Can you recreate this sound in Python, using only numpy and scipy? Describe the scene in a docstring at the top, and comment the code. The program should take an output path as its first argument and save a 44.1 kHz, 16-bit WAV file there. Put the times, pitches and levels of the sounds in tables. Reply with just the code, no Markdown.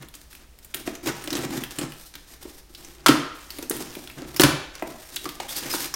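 """A taped cardboard box is opened by hand in a hard, echoing kitchen, over quiet room tone.
First a blade rasps along the tape; fibres snap, and the hollow box booms as its walls flex.
From 2 s fingers pick at the seam. At 3.1 s the tape bursts with a loud rip and the freed flap rings;
a second rip follows at 4.4 s. Last, the flaps slide apart, knocking and squeaking."""
import sys
import numpy as np
from scipy import signal
from scipy.fft import rfft, irfft, next_fast_len
from scipy.io import wavfile

SR = 44100
rng = np.random.default_rng(int(sys.argv[2]) if len(sys.argv) > 2 else 0)


def inscribe(sig):
    """Save sig as 16-bit PCM at rate SR to the path in sys.argv[1].

    A 1-D sig is mono; a 2-D sig holds one channel per row.
    Samples are clipped to [-1, 1] before scaling.
    """
    pcm = np.round(np.clip(np.atleast_2d(sig).T, -1, 1) * 32767)
    wavfile.write(sys.argv[1], SR, pcm.astype(np.int16))


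N = 262736
TIME = np.arange(N) / SR
BURST_TIME = TIME[:SR // 8]


def from_db(db):
    return 10 ** (np.asarray(db) / 20)


def rms_one(x):
    return x / np.sqrt(np.mean(x ** 2) + 1e-20)


def unit_burst(x):
    """Scale to the energy of 10 ms at rms 1."""
    return x * np.sqrt(SR / 100 / (np.sum(x ** 2) + 1e-20))


def add(out, start_s, sound):
    at = max(round(start_s * SR), 0)
    out[at:at + len(sound)] += sound[:max(N - at, 0)]


def band(x, low_hz, high_hz, order=2):
    """Causal band-pass."""
    sos = signal.butter(order, [low_hz, min(high_hz, .45 * SR)], "band", fs=SR, output="sos")
    return signal.sosfilt(sos, x)


def resonate(x, hz, width_hz):
    """Two-pole resonator, peak gain 1."""
    r = np.exp(-np.pi * width_hz / SR)
    feedback = [1, -2 * r * np.cos(2 * np.pi * hz / SR), r * r]
    return signal.lfilter(np.array([1, 0, -1]) * (1 - r * r) / 2, feedback, x + 1e-18)


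def colour(x, spectrum):
    """Apply a smooth spectrum; rms 1."""
    hz, db = np.transpose(spectrum)
    size = next_fast_len(N)
    bins_hz = np.maximum(np.fft.rfftfreq(size, 1 / SR), 1)
    gain = from_db(np.interp(np.log(bins_hz), np.log(hz), db))
    return rms_one(irfft(rfft(x, size) * gain, size)[:N])


def drift(rate_hz, size):
    """Interpolated Gaussian noise, knots of spread 1."""
    knots = rng.standard_normal(size // 8)
    return np.interp(np.arange(size) * rate_hz / SR, np.arange(len(knots)), knots)


# background spectrum: f/Hz, level/dB
ROOM_TONE = [(20, -2), (45, -0.5), (62, 2), (90, -16.5), (140, -15.5), (220, -16.5), (320, -20),
             (600, -23.5), (2000, -29), (6000, -31), (16000, -36)]
def room_tone():
    """Steady noise, mostly low rumble."""
    return colour(rng.standard_normal(N), ROOM_TONE)


# blade, hand and flap strokes: t/s, length/s, level/dB, hiss offset/dB, drone offset/dB
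STROKES = [ (0, 0.037, -49, -20, -6.5), (0.134, 0.1, -60, 4.5, -8), (0.295, 0.07, -56, 6, -12),
           (0.384, 0.032, -56.5, -6, -4), (0.616, 0.033, -61, 6, -3), (0.687, 0.022, -56.5, 0, -12),
           (0.752, 0.054, -49, -0.5, 0.5), (0.852, 0.025, -39.5, -1, -5.5), (0.903, 0.045, -52, -6, 4),
           (1.028, 0.034, -39.5, -0.5, 3), (1.053, 0.044, -34, -15.5, -1), (1.142, 0.18, -47.5, -4, 0.5),
           (1.314, 0.12, -36.5, -7, 3.5), (1.443, .05, -49.5, -10, 8), (1.497, 0.12, -39.5, -5.5, 2),
           (1.698, 0.069, -45.5, -1.5, -11), (1.778, 0.074, -43, -12, 6), (1.887, 0.15, -61, 8, -17),
           (2.031, 0.055, -64.5, 14, -14), (2.16, .09, -60, -2, -10), (2.264, 0.075, -51, 1.5, -2),
           (2.403, 0.11, -49.5, 0.5, -2), (2.525, 0.076, -59, 4.5, -7), (2.688, 0.12, -64.5, 4, 3),
           (2.768, 0.19, -53.5, -0.5, 1), (2.967, 0.11, -54, -13, 2), (3.338, 0.27, -51.5, -4, -10),
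           (3.489, 0.2, -52, 2.5, -0.5), (3.726, 0.098, -43, 1.5, 3), (3.844, 0.11, -49.5, -3.5, -3.5),
           (3.96, 0.25, -53.5, 1, 2), (4.161, 0.082, -42.5, -28, 4), (4.253, 0.13, -52.5, -2, 4.5),
           (4.726, 0.12, -47, -18, -12), (4.861, 0.092, -51, -2, 6), (4.972, 0.19, -53.5, 0.5, -14),
           (5.116, 0.03, -42, 4, -2.5), (5.193, 0.19, -56.5, 4, 4), (5.413, 0.049, -40.5, -7, -5),
           (5.479, .11, -39, 4.5, -8), (5.614, 0.08, -38.5, -5, -5.5), (5.688, 0.17, -37.5, 3, -8)]
def stroke_levels(attack_s=0.014, sag_db_per_s=14, release_s=0.02, linger_db=-20.5, linger_s=0.09):
    """Each stroke grips, eases, lets go and creeps on; gains of rasp, hiss and drone."""
    power, t = np.full((3, N), 1e-12), TIME[:SR]
    attack = np.minimum(t / attack_s, 1)
    for start_s, length_s, db, hiss_db, drone_db in STROKES:
        after_s = np.maximum(t - length_s, 0)
        linger = from_db(linger_db) * np.exp(-after_s / linger_s)
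        release = np.maximum(np.exp(-after_s / release_s), linger)
        envelope = attack * release * from_db(db - sag_db_per_s * (t - length_s / 2))
        for layer, layer_db in zip(power, (0, hiss_db, drone_db)):
            add(layer, start_s, (from_db(layer_db) * envelope) ** 2)
    hand_pressure = from_db(2.5 * drift(rate_hz=43, size=N))
    return np.sqrt(power) * hand_pressure


def friction(catches_per_s, catch_db, judder_db):
    """Fibre hiss with lone catches, in stick-slip judder."""
    caught = rng.random(N) < catches_per_s / SR
    sizes = from_db(14.4 * np.minimum(rng.exponential(1, N), 4)) * rng.choice([-1, 1], N)
    grains = rng.standard_normal(N) + from_db(catch_db) * rms_one(caught * sizes)
    return grains * from_db(judder_db * drift(rate_hz=130, size=N))


# hollow box modes: f/Hz, width/Hz, level/dB
BOX_MODES = [(135, 27, -5), (264, 24, -3.5), (296.1, 6.3, 5.5), (339.4, 45, -2.5), (403, 80, -8.5),
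             (602.5, 10, -14), (717, 152, -18.5), (1340, 17, -10)]
def box(push):
    """Walls and enclosed air resonate."""
    return sum((-1) ** k * from_db(db) * resonate(push, hz, width_hz)
               for k, (hz, width_hz, db) in enumerate(BOX_MODES))


# board rasp and fibre hiss spectra: f/Hz, level/dB
RASP = [(200, -33), (480, 7.5), (750, 2), (1250, 6), (1900, 6), (3000, 0.5), (4500, -8), (7000, -3.5),
        (16000, -43)]
HISS = [(1500, -23), (3500, -2), (5200, 1.5), (7300, -4), (9000, 2), (10500, -4.5), (12000, 1.5),
        (16000, -5.5)]
def rubbing(levels, rasp_db, hiss_db, drone_db):
    """Sliding contact: the board rasps, its fibres hiss, the box drones."""
    grains = friction(catches_per_s=610, catch_db=-9.5, judder_db=3.5)
    rasp = from_db(rasp_db) * levels[0] * colour(grains, RASP)
    hiss = from_db(hiss_db) * levels[1] * colour(grains, HISS)
    drone = from_db(drone_db) * levels[2] * rms_one(box(grains))
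    return rasp + hiss + drone


def thumps(swings, box_db=-18, knock_db=-6):
    """A panel swings for a few cycles and sets the box ringing."""
    out = np.zeros(N)
    boom = unit_burst(box(signal.unit_impulse(len(BURST_TIME))))
    for start_s, db, hz in swings:
        rise_s = 1 / hz
        swell = BURST_TIME / rise_s * np.exp(-BURST_TIME / rise_s)
        swing = unit_burst(swell * np.sin(2 * np.pi * hz * BURST_TIME))
        knock = unit_burst(band(swell * rng.standard_normal(len(BURST_TIME)), .7 * hz, 2 * hz))
        add(out, start_s - rise_s / 2, from_db(db) * (swing + from_db(knock_db) * knock))
        coupling = min(hz / 300, 300 / hz) ** 2   # strongest near the box's pitch
        add(out, start_s, from_db(db + box_db) * coupling * boom)
    return out


# knocks: t/s, level/dB, f/Hz
KNOCKS = [(.005, -42, 142), (4.441, -26.5, 61.6), (4.824, -26.5, 660), (5.402, -27, 750), (5.738, -32, 880),
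          (5.94, -35, 1150)]
def knocks():
    """The box or a flap is struck."""
    return thumps(KNOCKS)


def fractures(rows, clump_db, lead_db, low_hz, split_hz, top_hz, ring_q, straggler_db, box_db):
    """A first crack, then a dying avalanche; nearby board and the box ring with it."""
    out = np.zeros(N)
    first_crack = from_db(lead_db) * np.exp(-BURST_TIME / 0.00091)
    for start_s, db, treble_db, decay_s, ring_hz, ring_db in rows:
        clumps = from_db(clump_db * drift(rate_hz=1566, size=len(BURST_TIME)))
        age = BURST_TIME / decay_s
        avalanche = np.exp(-age) + from_db(straggler_db) * np.exp(-age / 4)
        cracks = rng.standard_normal(len(BURST_TIME)) * (first_crack + clumps * avalanche)
        crunch = unit_burst(band(band(cracks, low_hz, split_hz, order=1), 450, 12500))
        treble = from_db(treble_db) * unit_burst(band(cracks, split_hz, top_hz))
        ring = from_db(ring_db) * unit_burst(resonate(cracks, ring_hz, ring_hz / ring_q))
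        body = from_db(box_db) * unit_burst(box(cracks))
        add(out, start_s, from_db(db) * (crunch + treble + ring + body))
    return out


def stray_snaps(rub_gain, per_s=24, treble_db=-4, decay_s=0.00066, ring_db=-1.5):
    """Single fibres break at random, as strongly as the board is rubbed; rows for fractures()."""
    times_s = np.cumsum(rng.exponential(1 / per_s, 400))
    rows = []
    for start_s in times_s[times_s < TIME[-1]]:
        db = 20 * np.log10(rub_gain[int(start_s * SR)]) + rng.uniform(-6, -3)
        ring_hz = 2380 * (8100 / 2380) ** rng.random()
        rows.append((start_s, db, treble_db, decay_s, ring_hz, ring_db))
    return rows


# fibre and tape snaps: t/s, level/dB, treble/dB re level, ring f/Hz, ring/dB re level
SNAPS = [ (.024, -50, 4, 3960, -3), (0.0857, -54, 8, 3750, 3), (0.14, -42, -16, 8540, -14),
         (0.1518, -57, 9, 8200, 11.5), (.3288, -44, -3, 9600, -12), (0.3512, -49, 3, 2700, -2),
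         (0.588, -53, 5, 5000, -3), (0.6471, -48.5, 7.5, 8940, -17), (.7405, -37, -18, 2600, -2),
         (0.7443, -27, 3, 2550, -14.5), (0.8753, -35, -14, 2430, -3.5), (0.9524, -39, -5, 6330, -2.5),
         (1.074, -37, 4, 2280, -15), (1.24, -37, -4, 8850, -3), (1.275, -30, -6, 3000, -18),
         (1.3045, -31.5, -8, 5200, -2), (1.3285, -29, -3, 4000, -5.5), (1.3528, -28.5, -14, 5630, -6.5),
         (1.37, -33.5, -1, 2990, -13), (1.637, -30, -0.5, 3120, -11), (1.786, -27.5, -9, 7900, -1.5),
         (1.813, -32.5, -7, 2740, -20), (1.921, -43, 0, 2600, -2), (2.1393, -42.5, -24, 4200, -17),
         (2.1536, -37, -3, 3420, -11), (2.749, -47, -1, 4080, 6.5), (2.8474, -45.5, -5, 6100, 3),
         (3.5047, -41, 3.5, 4600, 5.5), (3.5859, -36, -5, 9840, -5), (3.6256, -35, -2, 6000, -7),
         (3.6973, -40, 16.5, 9000, 7), (3.711, -27.5, -24, 8900, -6), (3.766, -37, 3, 9700, -12),
         (3.9518, -38, 0, 2530, -11.5), (4.0742, -40.5, -5, 3140, -4), (4.0991, -52.5, 6, 2500, 12),
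         (4.3448, -42, -3, 9500, -7), (4.363, -34.5, 3, 5100, 4), (4.3681, -34, 2, 6400, -6),
         (4.7531, -40.5, -11, 4750, -4), (4.8236, -51.5, 9.5, 1980, 17), (5.16, -49, 21, 3480, -15),
         (5.1638, -36.5, -23, 3500, 9), (5.255, -32.5, -9, 1280, 1.5), (5.2905, -31, -2.5, 4380, -21),
         (5.4008, -30, -10, 945, -9), (5.565, -40, 12.5, 4470, 1), (5.7384, -27.5, -4, 1300, -5.5),
         (5.9399, -30, -1.5, 5360, 4)]
def snaps(rub_gain, ref_decay_s=0.0042, ref_db=-41, doubling_db=29):
    """Fibres and tape break; stronger snaps crackle longer."""
    rows = [(start_s, db, treble_db, ref_decay_s * 2 ** ((db - ref_db) / doubling_db), ring_hz, ring_db)
            for start_s, db, treble_db, ring_hz, ring_db in SNAPS]
    return fractures(rows + stray_snaps(rub_gain), clump_db=1, lead_db=-6.5, low_hz=1110,
                     split_hz=6270, top_hz=15900, ring_q=6.6, straggler_db=-16, box_db=-10.5)


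# wall flexes: t/s, level/dB
FLEXES = [(0.878, -20.5), (1.076, -34.5), (1.278, -29.5), (1.331, -35), (1.79, -30), (2.454, -35),
          (3.589, -32), (3.629, -31), (3.708, -23), (3.804, -28), (3.969, -32), (4.223, -34),
          (4.399, -10.5), (4.828, -24.5), (5.263, -30.5), (5.656, -32.5), (5.746, -27.5)]
def flexes(wall_hz=331, spread=0.025):
    """A wall bends under the hand and springs back; pitch varies with the grip."""
    return thumps([(start_s, db, wall_hz * np.exp(spread * rng.standard_normal()))
                   for start_s, db in FLEXES])


# box heaves: t/s, level/dB, air boom/dB re level
HEAVES = [(1.354, -26, -11), (1.817, -27, -12), (3.092, -7.5, -11.5), (4.437, -10.5, -4.5)]
def heaves(wall_hz=304, air_hz=143.5, air_lag_s=0.00452):
    """The tape gives, the whole box heaves, the air inside follows."""
    walls = [(start_s, db, wall_hz) for start_s, db, _ in HEAVES]
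    air = [(start_s + air_lag_s, db + boom_db, air_hz) for start_s, db, boom_db in HEAVES]
    return thumps(walls + air)


# stages of both rips: t/s, level/dB, treble/dB re level, decay/s, ring f/Hz, ring/dB re level
RIPS = [(3.0617, -12.5, -8, 0.0045, 1440, -8.5), (3.0661, -15, -25, 0.0062, 1280, -21),
        (3.0841, -18, -3, 0.0081, 3180, -4), (3.089, -19, -22, 0.01, 1300, -1),
        (4.397, -14, -9.5, 0.0063, 1330, -14.5), (4.4078, -24.5, 8, 0.0088, 4270, -4),
        (4.418, -18.5, -6, 0.0013, 4300, -5.5), (4.435, -16, -1.5, 0.0012, 2900, -29),
        (4.437, -12.5, -11, 0.009, 1890, -18)]
def rips():
    """The taped flap bursts open in quick fractures; one signal per stage."""
    return [fractures([stage], clump_db=2.5, lead_db=3.5, low_hz=700, split_hz=4600,
                      top_hz=15100, ring_q=11.4, straggler_db=-12, box_db=-11) for stage in RIPS]


# flap modes: f/Hz, level/dB, T60/s
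FLAP_MODES = [(1050, -6, 0.29), (1270, -9, 0.24), (1340, 7, 0.25), (1230, -1, .5), (1685, -1, 0.32),
              (1440, -18, .45), (1770, -10, 0.34)]
def flap_ring(start_s):
    """Sudden release plucks every mode of the flap."""
    out, t = np.zeros(N), TIME[:SR]
    for hz, db, t60_s in FLAP_MODES:
        add(out, start_s, from_db(db - 60 * t / t60_s) * np.sin(2 * np.pi * (hz * t + rng.random())))
    return out


# flap edge squeaks: t/s, length/s, level/dB, start f/Hz
SQUEAKS = [(5.482, 0.033, -40, 3300), (5.558, 0.013, -33, 4600), (5.704, 0.027, -31.5, 4920),
           (5.76, 0.071, -54, 4350)]
def squeaks(roughness_hz=600, rise_hz_per_s=9000):
    """Stick-slip at a rough pitch that rises as the free part of the flap shortens."""
    out, t = np.zeros(N), BURST_TIME
    for start_s, length_s, db, hz in SQUEAKS:
        swell = np.sqrt(np.maximum(np.sin(np.pi * np.minimum(t / length_s, 1)), 0))
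        phase = 2 * np.pi * np.cumsum(hz + rise_hz_per_s * t) / SR
        rough = drift(roughness_hz, len(t)) * np.sin(phase) + drift(roughness_hz, len(t)) * np.cos(phase)
        add(out, start_s, from_db(db) * swell * rms_one(rough))
    return out


# kitchen reverberation: f/Hz, T60/s, level/dB re direct
KITCHEN = [(139, 0.45, -4), (195, 0.31, 0.5), (303, 0.49, -6), (710, 0.63, -2.5), (1380, 0.59, -2),
           (2740, 0.7, -5.5), (6000, 0.53, -5.5), (10100, 0.39, -8), (16000, 0.32, -11.5)]
def kitchen(x, first_echo_s=0.00091, build_s=0.0037):
    """Dense echoes off counters and cupboards build fast and decay band by band."""
    t = TIME[:SR]
    hz, t60_s, db = np.transpose(KITCHEN)
    edges_hz = np.geomspace(70, 18000, num=13)
    white, response = rng.standard_normal((2, SR)), 0
    onset = np.clip((t - first_echo_s) / build_s, 0, 1)
    for k, (low_hz, high_hz) in enumerate(zip(edges_hz, edges_hz[1:])):
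        log_hz = np.log(low_hz * high_hz) / 2
        decay = from_db(-60 * t / np.interp(log_hz, np.log(hz), t60_s))
        tail = band(white[k % 2], low_hz, high_hz) * onset * decay
        to_direct_level = np.sqrt(2 * (high_hz - low_hz) / SR / np.sum(tail ** 2))
        response = response + tail * to_direct_level * from_db(np.interp(log_hz, np.log(hz), db))
    return signal.fftconvolve(x, response)[:N]


def scene():
    """Mono mix of box, echoes and room tone; gains here add to the table levels."""
    levels = stroke_levels()
    rubs = rubbing(levels, rasp_db=-3.5, hiss_db=1.5, drone_db=1) + squeaks()
    walls = from_db(-2.5) * (knocks() + flexes() + heaves())
    crackle = from_db(-1.5) * snaps(rub_gain=levels[0])
    rip_stages = [from_db(1) * stage for stage in rips()]
    flap = from_db(-26) * flap_ring(start_s=RIPS[0][0])
    # each part leaves from another side of the box and meets its own echoes
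    heard = sum(x + kitchen(x) for x in [rubs, walls, crackle + flap, *rip_stages])
    return (heard + from_db(-51.5) * room_tone())[None]


def record(dry, cutoff_hz=16000):
    """Soft clip, then steep low-pass."""
    rounded = 1.124 * np.tanh(dry / 1.125)
    return signal.sosfilt(signal.ellip(10, .1, 80, cutoff_hz, fs=SR, output="sos"), rounded)


dry = scene()
out = record(dry)
inscribe(out)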